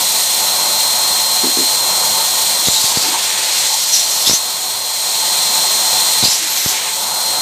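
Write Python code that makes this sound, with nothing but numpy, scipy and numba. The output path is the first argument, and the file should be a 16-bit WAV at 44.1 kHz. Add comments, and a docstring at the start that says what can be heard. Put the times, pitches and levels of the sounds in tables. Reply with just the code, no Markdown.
"""On a tiled floor, a metre or two from a hand-held phone, an electric balloon pump runs.
Its seven-bladed fan whines, while shaped noise makes the rush of the vents, the nozzle hiss and the case drone.
Twice a balloon goes on the nozzle: the neck flaps, jets spurt and whistle, and echoing noise roars in the rubber.
The fan speeds up a little on the first balloon. Early on, a full balloon is batted and rings in damped sines."""
import sys
import numpy as np
from scipy import signal
from scipy.fft import rfft, irfft
from scipy.io import wavfile
from scipy.ndimage import map_coordinates
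from numba import njit

SR = 44100
rng = np.random.default_rng(int(sys.argv[2]) if len(sys.argv) > 2 else 0)


def wav_record(signal):
    """Record a signal, one row per channel, as 16-bit PCM in the file named by sys.argv[1]."""
    frames = np.transpose(np.atleast_2d(signal))
    bounded = np.clip(frames, -1, 1)
    # unit amplitude maps onto the largest positive 16-bit level
    quanta = np.round(bounded * 32767).astype(np.int16)
    wavfile.write(sys.argv[1], SR, quanta)


N = 326781
TIME = np.arange(N) / SR
FREQ = np.maximum(np.fft.rfftfreq(N, 1 / SR), 1)

# Tones locked to the fan shaft: (multiple of the shaft rate, level re blade-pass tone [dB])
FAN_TONES = [(1, -23), (3, -29), (7, 0), (8, -24), (14, -24)]
# Loudness of the blade-pass tone: (time [s], level [dB])
WHINE_LEVEL = [(0, -25), (.95, -19.5), (1.9, -19.3), (2.35, -24), (2.62, -22.5), (2.9, -31), (3.6, -26),
               (4.2, -24.5), (4.75, -27), (5.45, -20.3), (6.18, -20.7), (6.33, -29.5), (6.95, -30.5),
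               (7.2, -22.5), (7.41, -20.5)]
# A blocked nozzle unloads the fan: (start [s], end [s], blade-pass rise it heads for [Hz])
BLOCKED_NOZZLE = [(2.7, 3.15, 60), (3.7, 4.26, 86)]
# Colour of the rush through the vents: (frequency [Hz], level [dB])
RUSH_COLOUR = [(300, -25), (1500, -16), (2000, -7), (2900, -7), (3300, 0), (4450, 1.5), (5100, -4.5),
               (5650, 0), (6300, -1), (7000, 0), (8000, -1), (8800, 0.5), (9450, -10.5), (15400, -11.5)]
# Vent resonances: (frequency [Hz], width [Hz], power added re the rush [dB])
VENT_RESONANCES = [(1890, 70, 1), (4040, 60, 5), (5530, 70, 0), (6790, 200, -2), (8480, 380, 2)]
# Air drawn through the vents: (time [s], rush level re free running [dB])
RUSH_LEVEL = [(0, 0.5), (.5, -0.5), (2.6, 0), (2.95, -3), (3.62, -1.5), (3.85, -3), (4.8, -5.5), (5.3, 0),
              (6.18, 1), (6.36, -5.5), (6.8, -4.5), (7.41, -3)]
# Colour of the nozzle hiss: (frequency [Hz], level [dB])
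NOZZLE_COLOUR = [(3000, -28), (8000, -21), (9900, -4.5), (10800, 3), (12400, 3), (13000, 0), (15400, -5)]
# Nozzle resonances: (frequency [Hz], width [Hz], power added re the hiss [dB])
NOZZLE_RESONANCES = [(5900, 200, 11), (13350, 200, -2), (14350, 250, -5)]
# Colour of the case drone: (frequency [Hz], level [dB])
DRONE_COLOUR = [(25, -49), (60, -23), (95, -10.5), (140, -12.5), (200, -9.5), (300, -12), (550, -4),
                (650, -2), (1000, -0.5), (1200, -6), (1600, -8.5), (2500, -65)]
# Case resonances: (frequency [Hz], width [Hz], power added re the drone [dB])
CASE_RESONANCES = [(735, 28, 3), (880, 45, 6), (975, 30, -1), (1068, 30, 3), (1281, 28, 3)]
# Loudness of the case drone: (time [s], level [dB])
DRONE_LOUDNESS = [(0, -25.5), (1.6, -27), (2.15, -25), (2.8, -28), (4.0, -31.5), (4.22, -27.5),
                  (4.42, -30.5), (4.9, -30.5), (5.55, -26.5), (6.2, -26), (6.33, -33), (6.72, -30.5),
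                  (7.05, -27.5), (7.41, -27.5)]
# Balloons on the nozzle: (steady jet starts [s], steady jet ends [s], filling starts [s], filling ends [s],
# roar inside [dB], steady jet at the neck [dB])
FILLED_BALLOONS = [(2.64, 4.357, 2.94, 3.69, -26.5, -23), (6.213, 6.8, 6.3, 6.92, -28, -21)]
# Colour of the air jet at the neck: (frequency [Hz], level [dB])
JET_COLOUR = [(500, -22), (2500, -8), (3700, 0), (4800, 1.5), (5800, 1.5), (7600, 2.5), (8700, -6.5),
              (9500, -11.5), (11000, -1), (12500, -7.5), (14000, -18), (15400, -30)]
# Spurts past the neck as the fingers shift: (start [s], end [s], level at the start [dB],
# whistle start [Hz], whistle end [Hz], whistle over the hiss [dB])
NECK_SPURTS = [(2.646, 2.697, -15, 3830, 3900, 4), (2.658, 2.777, -18, 6600, 7900, 1),
               (2.736, 2.793, -17, 4020, 3960, 10), (2.80, 2.935, -17, 4350, 4480, -3),
               (2.95, 3.1, -20.5, 4500, 4750, 0), (3.516, 3.6, -19, 6730, 6700, -12),
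               (3.622, 3.685, -17.5, 3720, 3550, -4), (3.733, 4.252, -20.5, 5870, 5700, -5),
               (3.925, 4.007, -12.5, 5850, 5600, 2), (4.258, 4.297, -13.5, 3320, 4100, 3),
               (4.266, 4.374, -13, 5050, 6440, 0), (6.22, 6.262, -13.5, 4000, 4150, 6),
               (6.23, 6.357, -15.5, 4650, 5740, -1.5), (6.55, 6.73, -23, 6100, 6000, -1),
               (6.744, 6.903, -30, 2300, 1950, 9)]
# Thin leaks past the rubber: (start [s], end [s], level [dB])
RUBBER_LEAKS = [(3.05, 3.13, -29), (6.48, 6.72, -24.5)]
# Colour of the air inside a balloon: (frequency [Hz], level [dB])
HOLLOW_COLOUR = [(150, -25), (350, 1.5), (1000, -1.5), (1600, 7), (2200, 9), (2600, 9.5), (3200, 7.5),
                 (3900, 7.5), (4800, -14), (8000, -78)]
# Neck flaps, each a puff of air: (time [s], puff peak before the bass cut [dB], swing rate [Hz])
NECK_FLAPS = [(2.672, -16, 150), (2.684, -6, 131), (2.841, -15, 130), (2.972, -9.5, 156), (4.274, -14, 200),
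              (4.296, -7, 240), (4.311, -6, 220), (4.333, -14, 190), (6.228, -12, 140), (6.237, -4.5, 145),
              (6.255, -8, 240), (6.281, -18, 130), (6.661, -10, 110)]
# Short sliding squeaks and hums, the higher ones from the pump case:
# (time [s], length [s], start [Hz], end [Hz], level before the swell [dB])
SQUEAKS = [(3.0, .17, 280, 330, -32), (3.11, .09, 930, 870, -22.5), (3.12, .05, 1150, 1050, -29),
           (3.69, .08, 800, 900, -24.5), (6.36, .14, 330, 280, -40)]
# Bumps on a full balloon: (time [s], peak of the first contact [dB], loss on each rebound [dB])
BALLOON_BUMPS = [(1.433, -11.5, 5), (1.568, -13.5, 2.5)]
# Ringing of a full balloon: (frequency [Hz], level [dB], time to fall by 60 dB [s])
BALLOON_RING = [(190, -5, 0.058), (259.5, 0, 0.12), (328, -3, 0.14), (373, 0, 0.087), (437, -1, 0.081)]

FREE_FAN_HZ, FAN_LAG_S, BLADES = 4176.5, .53, 7  # blade-pass pitch when running free, its lag
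RUSH_DB = -15  # vents running free
NOZZLE_DB = 3.5  # nozzle hiss over the drone, with which it rises and falls
NOZZLE_FILLING_DB = -5  # muffling while a balloon fills
NOZZLE_FADE_DB_PER_S = -.35  # the hiss slowly gets quieter
COVER_S, FILL_ATTACK_S, FILL_RELEASE_S = 0.086, 0.31, .07
SPURT_ATTACK_S, SPURT_RELEASE_S, SPURT_SAG_DB = .022, 0.023, -1.5
LEAK_EDGE_S, REBOUND_S = .06, .016
ECHO_DB, SWAY_S = -18, .00003  # level of each echo, wander of its delay
TOP_HZ = 15420


def undb(db):
    """Turn decibels into gain."""
    return 10 ** (np.asarray(db) / 20)


def unit(x):
    """Scale to rms 1."""
    return x / np.sqrt(np.mean(x ** 2))


def curve(rows):
    """Draw a two-column table as automation, sample by sample."""
    times, values = np.transpose(rows)
    return np.interp(TIME, times, values)


def gate(start, end, attack_s, release_s):
    """Open from 0 to 1 and close again, on ramps centred on start and end."""
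    opening = np.clip(.5 + (TIME - start) / attack_s, 0, 1)
    closing = np.clip(.5 + (end - TIME) / release_s, 0, 1)
    return opening * closing


def add(track, s, sound):
    """Mix a short sound in at time s."""
    i = int(s * SR)
    track[i:i + len(sound)] += sound[:N - i]


def walk(rate):
    """Smooth random drift of rms 1: noise held to rates below about rate [Hz]."""
    return unit(irfft(rfft(rng.standard_normal(N)) / (1 + (FREQ / rate) ** 4), N))


def turbulence(colour, resonances=()):
    """Air noise of rms 1: a broad colour with resonances standing on it."""
    hz, db = np.transpose(colour)
    gain = undb(np.interp(np.log(FREQ), np.log(hz), db))
    power = 1 + sum(undb(d) ** 2 / (1 + (2 * (FREQ - f) / width) ** 2) for f, width, d in resonances)
    return unit(irfft(rfft(rng.standard_normal(N)) * gain * np.sqrt(power), N))


@njit
def resonate(x, hz, width):
    """State-variable band-pass with a moving centre."""
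    y, band, low = np.empty(len(x)), 0., 0.
    for i in range(len(x)):
        g, damping = np.tan(np.pi * hz[i] / SR), width / hz[i]
        v = (band + g * (x[i] - low)) / (1 + g * (g + damping))
        band, low, y[i] = 2 * v - band, low + 2 * g * v, damping * v
    return y


def breathy_tone(air, hz, width_hz):
    """Noise through two equal band-passes in a row: a breathy tone of rms 1."""
    once = resonate(air, hz, float(width_hz))
    return unit(resonate(once, hz, float(width_hz)))


def fan_pitch():
    """Blade-pass pitch [Hz]: the rotor creeps up while the nozzle is blocked and sinks back afterwards."""
    rise = sum(hz * (TIME > start) * (TIME < end) for start, end, hz in BLOCKED_NOZZLE)
    step = 1 / (FAN_LAG_S * SR)
    return FREE_FAN_HZ + signal.lfilter([step], [1, step - 1], rise)


def whine(covered, waver_hz=0.32, flutter_db=0.4, covered_flutter_db=1.5):
    """Blade-pass tone and fainter shaft orders; the pitch wavers, and the level flutters more under a balloon."""
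    blade_pass_hz = fan_pitch() + waver_hz * walk(9.2)
    shaft = 2 * np.pi * np.cumsum(blade_pass_hz) / (SR * BLADES)
    tones = sum(undb(d) * np.sin(k * shaft) for k, d in FAN_TONES)
    flutter = (flutter_db + covered_flutter_db * covered) * walk(13)
    return np.sqrt(2) * undb(curve(WHINE_LEVEL) + flutter) * tones


def blower(fills, gust_db=0.65, throb_db=1.1):
    """Moving air rushes through the vents, hisses out of the nozzle and makes the case drone."""
    drone_db = curve(DRONE_LOUDNESS)
    nozzle_db = drone_db + NOZZLE_DB + NOZZLE_FILLING_DB * fills + NOZZLE_FADE_DB_PER_S * TIME
    gust = undb(gust_db * walk(38))
    rush = turbulence(RUSH_COLOUR, VENT_RESONANCES) * undb(RUSH_DB + curve(RUSH_LEVEL))
    hiss = turbulence(NOZZLE_COLOUR, NOZZLE_RESONANCES) * undb(nozzle_db)
    drone = turbulence(DRONE_COLOUR, CASE_RESONANCES) * undb(drone_db + throb_db * walk(5.0))
    return gust * (rush + hiss) + drone


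def jet(width_hz=780, sputter_db=1.83):
    """Air squeezes past the neck: steady hiss under a balloon, and spurts with a sliding, breathy whistle."""
    steady_gain = sum(undb(db) * gate(start, end, COVER_S, COVER_S) for start, end, _, _, _, db in FILLED_BALLOONS)
    out = turbulence(JET_COLOUR) * steady_gain
    source = turbulence(JET_COLOUR)
    for start, end, db, start_hz, end_hz, whistle_db in NECK_SPURTS:
        air = np.roll(source, rng.integers(N))  # a fresh stretch of noise
        progress = np.interp(TIME, [start, end], [0, 1])
        hz = start_hz + (end_hz - start_hz) * progress
        whistle = breathy_tone(air, hz, width_hz)
        spurt = unit(air[::-1] + undb(whistle_db) * whistle)  # reversed, so hiss and whistle are unrelated
        level = undb(db + SPURT_SAG_DB * progress)
        out += spurt * level * gate(start, end, SPURT_ATTACK_S, SPURT_RELEASE_S)
    return out * undb(sputter_db * walk(28))


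def filling(start, end, db, first_trip_s=0.0005, last_trip_s=0.00101, bounce=0.12):
    """The jet echoes across the balloon; the round trip lengthens as it grows, so its resonances sink."""
    volume = np.interp(TIME, [start, end], [0, 1])
    trip = first_trip_s + (last_trip_s - first_trip_s) * np.cbrt(volume)  # width goes as the cube root
    air = turbulence(HOLLOW_COLOUR)
    roar = unit(sum(bounce ** k * np.interp(TIME - k * trip, TIME, air) for k in range(4)))
    return roar * undb(db) * gate(start, end, FILL_ATTACK_S, FILL_RELEASE_S)


def flaps(cycles=1.04, rise_s=0.00014, snap_db=-7.0, snap_s=0.0034, snap_hz=1900):
    """The neck slaps the nozzle: one heavily damped swing of pressure and a small rubbery snap."""
    out, t = np.zeros(N), TIME[:SR // 10]
    for s, db, hz in NECK_FLAPS:
        decay = np.exp(-np.log(1000) * t * hz / (2 * cycles))  # down 60 dB after 2 * cycles swings
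        onset = 1 - np.exp(-(t / rise_s) ** 2)
        puff = np.cos(2 * np.pi * hz * t) * decay * onset
        grit = unit(signal.lfilter(*signal.butter(1, snap_hz, fs=SR), rng.standard_normal(len(t))))
        snap = undb(snap_db) * grit * np.exp(-t / snap_s)
        add(out, s, undb(db) * (puff / np.abs(puff).max() + snap))
    return signal.sosfilt(signal.butter(2, 55, "high", fs=SR, output="sos"), out)


def leak(centre_hz=12100, width_hz=2000):
    """A narrow gap between rubber and nozzle hisses very high."""
    opening = sum(undb(db) * gate(start, end, LEAK_EDGE_S, LEAK_EDGE_S) for start, end, db in RUBBER_LEAKS)
    return breathy_tone(rng.standard_normal(N), np.full(N, float(centre_hz)), width_hz) * opening


def squeaks(width_hz=150):
    """Noise through a narrow, sliding band swells and dies: short squeaks and hums, the higher from the case."""
    out = np.zeros(N)
    for s, length, start_hz, end_hz, db in SQUEAKS:
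        air = rng.standard_normal(int(length * SR))
        hz = np.linspace(start_hz, end_hz, len(air))
        swell = np.sin(np.linspace(0, np.pi, len(air)))
        add(out, s, undb(db) * breathy_tone(air, hz, width_hz) * swell)
    return out


def bumps(detune=0.032, contact_s=0.0038, count=4):
    """A batted full balloon rings hollowly in damped sines, with softer rebounds close behind."""
    out, t = np.zeros(N), TIME[:SR // 4]
    for s, db, loss_db in BALLOON_BUMPS:
        for rebound in range(count):
            stretch = 1 + detune * rng.standard_normal(len(BALLOON_RING))
            ring = np.zeros(len(t))
            for (hz, mode_db, t60), k in zip(BALLOON_RING, stretch):
                ring += undb(mode_db - 60 * t / t60) * np.sin(2 * np.pi * (hz * k * t + rng.random()))
            ring = ring * (1 - np.exp(-(t / contact_s) ** 2))  # soft contact
            add(out, s + rebound * REBOUND_S, undb(db - rebound * loss_db) * ring / np.abs(ring).max())
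    return out


def reflections(x, echo_db, sway_s, count=10):
    """Floor, balloons and walls send short echoes whose paths change as the hand sways."""
    out = x.copy()
    for lag_s in rng.uniform(.002, .03, count):
        place = (TIME - lag_s - sway_s * walk(0.98)) * SR
        echo = map_coordinates(x, [place], order=3, prefilter=False)
        out += undb(echo_db) * rng.choice([-1, 1]) * echo
    return out / np.sqrt(1 + count * undb(echo_db) ** 2)  # keep the overall level


def scene():
    """Mix pump, inflation and handling, the same in both ears; whine, flaps and bumps stay free of echoes."""
    covered = sum(gate(start, end, COVER_S, COVER_S) for start, end, *_ in FILLED_BALLOONS)
    fills = sum(gate(start, end, FILL_ATTACK_S, FILL_RELEASE_S) for _, _, start, end, _, _ in FILLED_BALLOONS)
    roars = sum(filling(start, end, db) for _, _, start, end, db, _ in FILLED_BALLOONS)
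    inflation = jet() + leak() + roars
    room = reflections(blower(fills) + inflation + squeaks(), ECHO_DB, SWAY_S)
    return np.tile(room + whine(covered) + flaps() + bumps(), (2, 1))


def record(dry):
    """The phone rounds the tallest peaks, drops the deepest bass and cuts the top."""
    rounded = dry / (1 + (dry / .72) ** 8) ** (1 / 8)
    lean = signal.sosfilt(signal.butter(2, 40, "high", fs=SR, output="sos"), rounded)
    return signal.sosfilt(signal.ellip(12, .1, 90, TOP_HZ, fs=SR, output="sos"), lean)


dry = scene()
out = record(dry)
wav_record(out)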